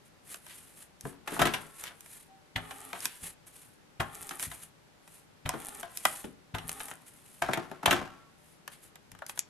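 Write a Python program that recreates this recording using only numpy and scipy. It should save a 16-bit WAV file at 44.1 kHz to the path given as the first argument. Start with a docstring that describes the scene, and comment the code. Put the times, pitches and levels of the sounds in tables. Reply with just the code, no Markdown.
"""Paper hisses softly over a craft mat in a small room, its fibres catching and its edges flicking.
A plastic tape runner is picked up with a clatter, then pressed down and pulled across card four times:
its gears whirr, glue threads crackle as they break, and the tape snaps free. The hollow case knocks and
rattles as it is laid down, and the paper is handled again. Under it all are soft thumps of the table,
short echoes and a faint hum."""
import sys
import numpy as np
from scipy import signal
from scipy.fft import rfft, irfft, next_fast_len
from scipy.io import wavfile
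from scipy.ndimage import uniform_filter1d

SR = 44100
rng = np.random.default_rng(int(sys.argv[2]) if len(sys.argv) > 2 else 0)


def output_pcm(signal):
    """Save a mono or channel-first signal as 16-bit PCM at the path in sys.argv[1].

    Samples are clipped to [-1, 1] before scaling.
    """
    pcm = np.clip(np.atleast_2d(signal).T, -1, 1) * 32767
    wavfile.write(sys.argv[1], SR, np.round(pcm).astype(np.int16))


N = 418509

# Levels in the tables are relative: each function sets the overall loudness of its own sound.
# the runner is pressed down and pulled: t/s, press/dB, hardness/dB, rise/s, whirr/dB, crackle/dB
STROKES = [(2.555, -38.5, 7.5, 0.0068, -51, -52), (3.994, -29.5, -1, 0.011, -52.5, -47.5),
           (5.451, -38.5, 1, 0.01, -50.5, -48), (6.537, -35, -1, 0.013, -52, -45)]
# pitches at which the gears make the case ring: f/Hz, width/Hz, level/dB
GEAR_RESONANCES = [(269, 7, 10.5), (424, 22, 6), (814, 84, 6), (1208, 160, 3), (1790, 79, 1),
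                   (2300, 320, -12), (3180, 790, -11)]
# tone of breaking glue: f/Hz, level/dB
GLUE_SPECTRUM = [(200, -6), (1500, -7.5), (3200, -8.5), (5000, -12), (7500, -3.5), (10000, 3.5),
                 (13500, -6.5)]
# the four bands of any hit, low to high (thud, body, edge, tick): lowest f/Hz, highest f/Hz
HIT_BANDS = [(130, 450), (570, 1650), (1650, 3850), (4850, 14000)]
# tone of a press: thud/dB, body/dB, edge/dB, tick/dB
PRESS_TONE = [-10.5, 0.5, 0, -11]
# what each dB of hardness adds to a press: thud/dB, body/dB, edge/dB, tick/dB
PRESS_TILT = [-1.1, 0.051, 1.44, 0.49]
# the plastic case knocks: t/s, level/dB, hardness/dB, extra thud/dB, fade/s
KNOCKS = [(1.05, -39, -9, 3.5, 0.0058), (1.273, -34.5, 2, -10, 0.012), (1.317, -44.5, 1, 9, 0.017),
          (1.362, -34, -21, -11, .012), (1.39, -25, -2, -3, 0.026), (1.414, -18.5, -2, -13, 0.014),
          (1.451, -27.5, 4.5, -5, 0.014), (1.467, -28, 3, -9, 0.0077), (1.535, -33, 9, -9, 0.016),
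          (2.577, -39.5, -14, -12.5, 0.016), (2.706, -40.5, 2, -21, 0.011),
          (2.928, -36.5, 2.5, -10.5, 0.0029), (2.948, -45, 0, -9, 0.026), (4.306, -37, -1, -11, 0.01),
          (4.512, -44.5, 4, -22, 0.0079), (5.489, -30.5, -2, -22, 0.0013), (5.534, -37, -8.5, 0.5, 0.014),
          (5.828, -35.5, -3.5, -17, 0.0019), (6.239, -47, 4, 10, 0.014), (6.581, -43.5, 8.5, -17, 0.0064),
          (6.8, -41, 5.5, -19, 0.0078), (6.91, -40.5, 0.5, -11, 0.0065), (7.419, -22.5, -5.5, -16.5, 0.004),
          (7.485, -25, -27, -8, .014), (7.531, -29.5, 7, -9.5, .008), (7.571, -30.5, -7, -1.5, 0.0071),
          (7.712, -39, -7.5, -2.5, 0.0027), (7.828, -33, -12, -5.5, .009),
          (7.856, -20.5, 5.5, -10.5, 0.0055), (7.874, -19.5, -21, -18, 0.014),
          (7.906, -25.5, 9.5, -2, 0.011), (7.925, -22.5, -2, -9, 0.0098), (8.011, -37.5, -12, 0.5, 0.0067)]
# modes (natural notes) of the case and its reel spring: f/Hz, level/dB, time to fade 60 dB/s
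CASE_MODES = [(283, 0, 0.12), (360.5, -2, 0.14), (675, 2.5, 0.095), (754.5, 1, 0.16), (885.5, 7.5, 0.062),
              (1041, -3.5, 0.12), (1095, -21.5, 0.94), (1360, -24.5, 1.27), (1523, -15, .11),
              (1755, -10, 0.046), (2217, 0, 0.06), (2480, -1, 0.06), (3250, -3, 0.04)]
# the runner is swung in the hand: fastest t/s, rise/s, fall/s, level/dB
SHAKES = [(1.35, 0.057, 0.031, -44.5), (1.86, 0.064, .07, -50.5), (7.95, 0.028, 0.055, -39.5)]
# tone of the loose parts in the case: f/Hz, level/dB
RATTLE_SPECTRUM = [(40, -8), (110, -2.5), (330, -11), (520, -5), (800, -3), (1400, -1), (2600, -9),
                   (4500, -15.5), (12000, -25.5)]
# card flicks and tape snaps: t/s, level/dB, sharpness/dB
SNAPS = [(.319, -62, 2), (.342, -39.5, 0), (.464, -48, -2.5), (1.009, -52, 13.5), (1.837, -37, 2.5),
         (2.006, -49.5, 6.5), (2.059, -51, -1), (3.004, -47, 12), (3.054, -26, 4), (4.291, -39, 5),
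         (4.395, -36, 1.5), (4.426, -36, 6), (5.075, -52.5, -2), (5.491, -37.5, 14.5), (5.972, -37.5, 10),
         (6.051, -17.5, -4.5), (6.692, -32, 2.5), (6.882, -43, -1), (8.676, -37.5, -2.5), (8.955, -48, -1),
         (9.116, -47.5, 2.5), (9.148, -53.5, -8), (9.188, -52, -1), (9.218, -47.5, -14.5),
         (9.264, -46, 8.5), (9.294, -36, -1), (9.374, -40, -2.5), (9.391, -32, 12.5)]
# modes of a flicked card: f/Hz, level/dB, time to fade 60 dB/s
CARD_MODES = [(973, 8, 0.027), (1256, -5.5, 0.04), (2438, 10.5, 0.017), (7640, -32, 0.0066)]
# how well thin card gives off each band: thud/dB, body/dB, edge/dB, tick/dB
SNAP_TONE = [-24, -7.5, -6, -1.5]
# what each dB of sharpness adds to a snap: thud/dB, body/dB, edge/dB, tick/dB
SNAP_TILT = [-0.3, -1.21, -0.022, 0.94]
# a hand pushes the paper: fastest t/s, rise/s, fall/s, level/dB
SLIDES = [(.065, .02, 0.018, -65.5), (.325, 0.048, 0.04, -46.5), (.51, 0.083, 0.21, -55),
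          (.81, 0.049, 0.039, -55), (1.075, 0.044, 0.048, -54.5), (1.345, 0.041, 0.031, -44.5),
          (1.52, 0.13, 0.27, -57), (1.81, 0.043, 0.054, -50), (2.165, 0.13, 0.067, -54.5),
          (3.04, 0.062, 0.037, -44.5), (3.16, 0.084, 0.08, -53.5), (3.255, 0.027, 0.048, -44),
          (3.475, 0.0089, 0.018, -53.5), (3.57, 0.048, 0.11, -56), (4.425, .025, 0.044, -36.5),
          (4.53, 0.023, 0.05, -48.5), (4.63, 0.035, 0.04, -53.5), (5.155, 0.079, 0.056, -59),
          (5.98, 0.055, 0.066, -48.5), (6.07, 0.024, .125, -42.5), (7.085, 0.017, 0.017, -58.5),
          (7.35, 0.38, 0.27, -62), (8.52, 0.13, 0.05, -67), (8.73, 0.022, 0.036, -58),
          (8.85, 0.035, 0.036, -58.5), (9.3, 0.021, 0.022, -51), (9.39, 0.027, 0.014, -53)]
# tone of rubbing paper: f/Hz, level/dB
RUB_SPECTRUM = [(60, -13), (300, -9.5), (900, -9.5), (2000, -4.5), (3500, -7.5), (5200, -13.5),
                (7000, -5.5), (9500, 2), (11500, 1), (13500, -12.5)]
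# a card edge drags: t/s, half length/s, level/dB
SCUFFS = [(0.51, 0.033, -51), (1.87, 0.027, -44), (3.055, 0.099, -50.5), (3.25, 0.016, -54),
          (8.736, 0.022, -55.5)]
# the runner or a hand lands on the table: t/s, level/dB
THUMPS = [(1.038, -43), (1.41, -32), (3.222, -48), (4.466, -44), (6.241, -49), (6.638, -42.5), (7.871, -37),
          (9.119, -51)]
# modes of the table top: f/Hz, level/dB, time to fade 60 dB/s
TABLE_MODES = [(55.3, -3, 0.19), (101.7, 8, 0.072), (160.6, -1.5, 0.22), (254, -7, 0.19)]
# a thin ring as the runner is aimed: loudest t/s, rise/s, fall/s, level/dB
THIN_RING = (2.325, .03, .095, -56)
# how long the room echoes: f/Hz, time to fade 60 dB/s
ROOM_DECAY = [(100, 0.61), (260, 0.55), (700, 0.45), (1840, 0.38), (4850, 0.24), (12000, 0.071)]
# tone of the room's steady noise: f/Hz, level/dB
AIR_SPECTRUM = [(15, -50), (25, -15), (152, -6), (433, -11.5), (609, -14), (658, -17), (770, -12),
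                (1030, -16.5), (1110, -16.5), (1230, -17), (1370, -16.5), (13000, -32.5)]
# the notes of the hum: f/Hz, level/dB
HUM_TONES = [(156, -78), (598, -80.5)]
# low sounds lean to the left: f/Hz, left minus right/dB
LEFT_LEAN = [(60, 5.5), (250, 4), (550, 1.2), (1100, 1.2), (2500, .2), (12000, .2)]


def gear_response(hz):
    """How strongly the case passes on each frequency of the gears; it dulls above 4 kHz."""
    peaks = sum(amp(db) / (1 + 2j * (hz - f) / width) * hz / (hz + f) for f, width, db in GEAR_RESONANCES)
    return peaks / (1 + (hz / 4000) ** 4)


def pull(press_s, wait_s, rise_s=0.041, stop_s=0.36, fall_s=0.028):
    """Loudness of one pull: full by wait_s after the press, dying away from stop_s after it."""
    age = np.arange(N) / SR - press_s
    rise = np.clip(1 + (age - wait_s) / rise_s, 0, 1) ** 2
    return rise * np.exp(-np.maximum(age - stop_s, 0) / fall_s)


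def tape_pulls(flurry_s=0.00014):
    """Gear teeth tick in the case, glue threads break, and the tape backing hisses over the card."""
    whirr = unit(colour(grains(per_s=1500, range_db=-3, spread=0.69), gear_response))
    breaks = abs(grains(per_s=110, range_db=2.4, spread=0)[0])
    # each thread lets go in a tiny flurry of noise
    flurries = signal.lfilter([1], [1, -np.exp(-1 / (flurry_s * SR))], breaks)
    crackle = shaped(flurries * stereo_noise(N, spread=0.077), GLUE_SPECTRUM)
    hiss = shaped(stereo_noise(N, spread=0.3), RUB_SPECTRUM)
    rolling = sum(amp(whirr_db - 2) * pull(s, wait_s=0.062) for s, *_, whirr_db, _ in STROKES)
    peeling = sum(amp(crackle_db - 1.5) * pull(s, wait_s=0.15) for s, *_, crackle_db in STROKES)
    return rolling * (whirr + amp(-7) * hiss) + peeling * (crackle + amp(-8) * hiss)


def roller_presses():
    """The roller squashes onto the card, so the case sounds with a soft start."""
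    out = np.zeros((2, N))
    for s, db, hardness_db, rise_s, _, _ in STROKES:
        bands_db = db + np.array(PRESS_TONE) + hardness_db * np.array(PRESS_TILT)
        add(out, s, hit(bands_db, CASE_MODES, ring_db=-21.5, lag_s=0, rise_s=rise_s,
                        fade_s=0.0079, fade_scales=(2.1, 1.9, 0.35, 1.8), spread=0.57))
    return out


def case_knocks():
    """The hollow case hits the card and the table; harder knocks are brighter, heavier ones thud."""
    out = np.zeros((2, N))
    for s, db, hardness_db, thud_db, fade_s in KNOCKS:
        bands_db = db + np.array([thud_db, 0, hardness_db - 4, 0.72 * hardness_db - 8.5])
        add(out, s, hit(bands_db, CASE_MODES, ring_db=-23.5, lag_s=0.00026, rise_s=0.0031,
                        fade_s=fade_s, fade_scales=(1.7, 0.75, 0.63, 0.72), spread=0.51))
    return amp(-1.6) * out


def case_rattle(stir_db=-17, settle_s=0.079):
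    """Loose reels and gears chatter in the case, after every knock and while it is swung."""
    t = np.arange(N) / SR
    knock_power = sum((t > s) * (amp(db + stir_db) * np.exp(-abs(t - s) / settle_s)) ** 2
                      for s, db, *_ in KNOCKS)
    chatter = shaped(grains(per_s=2200, range_db=-6.5, spread=0.43), RATTLE_SPECTRUM)
    return np.sqrt(knock_power + swells(SHAKES) ** 2) * chatter


def card_snaps(halving_db=15):
    """Card edges flick and the tape breaks free; sharper snaps are shorter and brighter."""
    out = np.zeros((2, N))
    for s, db, sharpness_db in SNAPS:
        bands_db = db + np.array(SNAP_TONE) + sharpness_db * np.array(SNAP_TILT)
        stretch = 2 ** (-sharpness_db / halving_db)
        add(out, s, hit(bands_db, CARD_MODES, ring_db=-18.5, lag_s=0.00028, rise_s=0.0013 * stretch,
                        fade_s=0.0017 * stretch, fade_scales=(3.7, 2.0, 1.64, 1.33), spread=0.7))
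    return out


def paper_slides(waver_db=3.5):
    """Paper fibres catch on the mat: a fine, dense hiss that wavers with the drag."""
    drag = amp(waver_db * shaped(rng.standard_normal(N), [(15, 3), (70, -1.5), (250, -23)]))
    fibres = stereo_noise(N, spread=0.33) + amp(-9) * grains(per_s=4000, range_db=3, spread=0.33)
    return amp(2) * swells(SLIDES) * drag * shaped(fibres, RUB_SPECTRUM)


def edge_scuffs():
    """A card's edge catches and slips, making a lower, huskier scrape."""
    t = np.arange(N) / SR
    drag = sum(amp(db) * np.exp(-((t - s) / half_s) ** 2) for s, half_s, db in SCUFFS)
    slips = grains(per_s=2400, range_db=-1.5, spread=0.63)
    return drag * shaped(slips, [(300, -21), (1900, 3.5), (3300, 2.5), (6000, -8.5)])


def table_thumps(push_s=0.0089, press_db=-35.5, pitch_scatter=0.044):
    """A soft push, from a landing or a press of the runner, sets the table top swinging."""
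    out, t = np.zeros((2, N)), np.arange(SR // 2) / SR
    for s, db in THUMPS + [(stroke[0], press_db) for stroke in STROKES]:
        swing = 0
        for hz, mode_db, ring_s in TABLE_MODES:
            pitch = hz * (1 + pitch_scatter * rng.standard_normal())
            swing += amp(mode_db - 60 * t / ring_s) * np.sin(2 * np.pi * (pitch * t + rng.random()))
        add(out, s, amp(db) * (swing * np.minimum(t / push_s, 1))[None])
    return out


def thin_ring(hz=772):
    """One faint, pure note swells and dies."""
    return swells([THIN_RING]) * np.sqrt(2) * np.sin(2 * np.pi * hz * np.arange(N) / SR)


def echo_pattern(first_s=0.0011, early_db=5, early_s=0.014, per_s=3000):
    """Scattered echoes, strongest from the table and near walls; the high ones die first."""
    size = SR * 2 // 3
    age = np.arange(size) / SR
    echoes = rng.choice([-1., 1.], (2, size)) * (rng.random((2, size)) < per_s / SR)
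    echoes[1] = 0.45 * echoes[0] + 0.64 * echoes[1]  # the right side shares some of the left
    echoes *= np.clip(age / first_s - 1, 0, 1) * (1 + amp(early_db) * np.exp(-age / early_s))
    hz, t, bands = signal.stft(echoes, SR, nperseg=256)
    fade = amp(-60 * t / curve(ROOM_DECAY, hz)[:, None])
    tail = signal.istft(bands * fade, SR, nperseg=256)[1]
    return tail / np.linalg.norm(tail[0])


def room_echoes(x, count=3, drift_hz=2):
    """The echoes keep changing as the hands move about: a few patterns fade in and out in turn."""
    angle = 2 * np.pi * drift_hz * np.arange(N) / SR
    weights = [np.cos(angle + np.pi * k / count) * np.sqrt(2 / count) for k in range(count)]
    return sum(signal.oaconvolve(x * weight, echo_pattern(), axes=1)[:, :N] for weight in weights)


def room_air(noise_db=-60.5):
    """Quiet room noise with a faint hum."""
    t = np.arange(N) / SR
    hum = sum(amp(db) * np.sqrt(2) * np.sin(2 * np.pi * (hz * t + rng.random())) for hz, db in HUM_TONES)
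    return amp(noise_db) * shaped(stereo_noise(N, spread=1), AIR_SPECTRUM) + hum


def hit(bands_db, modes, ring_db, lag_s, rise_s, fade_s, fade_scales, spread, grip_shift=0.012):
    """A struck object: crowded modes make a burst of noise, and a few clear ones ring on."""
    t = np.arange(SR // 2) / SR
    burst = stereo_noise(len(t), spread)
    ring = 0
    for hz, db, ring_s in modes:
        # grip and point of contact change each mode from hit to hit
        strength, detune, phase = rng.standard_normal(3)
        pitch = hz * (1 + grip_shift * detune)
        ring += amp(db + 2.5 * strength - 60 * t / ring_s) * np.sin(2 * np.pi * (pitch * t + phase))
    rise = np.clip((t - lag_s) / rise_s, 0, 1) ** 2
    age = np.maximum(t - lag_s - rise_s, 0)
    out = 0
    for edges, db, scale in zip(HIT_BANDS, bands_db, fade_scales):
        motion = rise * (burst * np.exp(-age / (fade_s * scale)) + amp(ring_db) * ring)
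        band = signal.sosfilt(signal.butter(4, edges, "band", fs=SR, output="sos"), motion + 1e-15)
        peak_power = uniform_filter1d((band[:, :2048] ** 2).mean(0), size=256).max()
        out += band * amp(db) / np.sqrt(peak_power)
    return out


def swells(moves, roundness=1.53, stick_below=0.033):
    """Loudness of hand movements: each breaks loose, speeds up, slows and sticks again."""
    t = np.arange(N) / SR
    out = 0
    for s, rise_s, fall_s, db in moves:
        speed = np.exp(-abs((t - s) / np.where(t < s, rise_s, fall_s)) ** roundness)
        out += amp(db) * np.maximum(speed - stick_below, 0)
    return out


def grains(per_s, range_db, spread):
    """Tiny clicks of random size at random times."""
    sizes = amp(range_db * np.minimum(rng.exponential(1, N), 3))
    return unit(stereo_noise(N, spread) * sizes * (rng.random(N) < per_s / SR))


def stereo_noise(size, spread):
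    """Noise for left and right; more spread makes the two less alike."""
    mid, side = rng.standard_normal((2, size))
    return np.array([mid + spread * side, mid - spread * side])


def amp(db):
    """Turns decibels into a multiplier."""
    return 10 ** (np.asarray(db) / 20)


def unit(x):
    """Scales a sound to an average power of 1."""
    return x / np.sqrt(np.mean(x ** 2) + 1e-20)


def curve(points, hz):
    """Joins (f/Hz, value) points on a log-frequency axis and reads the value at hz."""
    f, value = np.transpose(points)
    return np.interp(np.log(hz + 1), np.log(f + 1), value)


def colour(x, gain):
    """Turns each frequency up or down by gain(hz)."""
    size = next_fast_len(N + 4096)
    return irfft(rfft(x, size) * gain(np.fft.rfftfreq(size, 1 / SR)), size)[..., :N]


def shaped(x, spectrum):
    """Gives a sound the tone of a spectrum, at an average power of 1."""
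    return unit(colour(x, lambda hz: amp(curve(spectrum, hz))))


def add(mix, s, sound):
    """Mixes a sound in at s seconds."""
    part = mix[:, round(s * SR):][:, :sound.shape[1]]
    part += sound[:, :part.shape[1]]


def scene():
    """All the handling, its echoes and the room noise; low sounds lean to the left."""
    case = case_knocks() + roller_presses() + case_rattle()
    card = card_snaps()
    table = table_thumps()
    rubbing = paper_slides() + edge_scuffs() + tape_pulls() + thin_ring()
    echoes = room_echoes(amp(-7) * case + amp(-10.5) * card + amp(-10) * rubbing + amp(-9.5) * table)
    mix = case + card + table + rubbing + echoes + room_air()
    return colour(mix, lambda hz: amp(np.outer([0.5, -0.5], curve(LEFT_LEAN, hz))))


def record(dry):
    """Cuts away the very highest treble."""
    cutoff_hz = 13150
    low_pass = signal.firwin(301, cutoff_hz, window=("kaiser", 8), fs=SR)
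    return signal.oaconvolve(dry, low_pass[None], "same", axes=1)


dry = scene()
out = record(dry)
output_pcm(out)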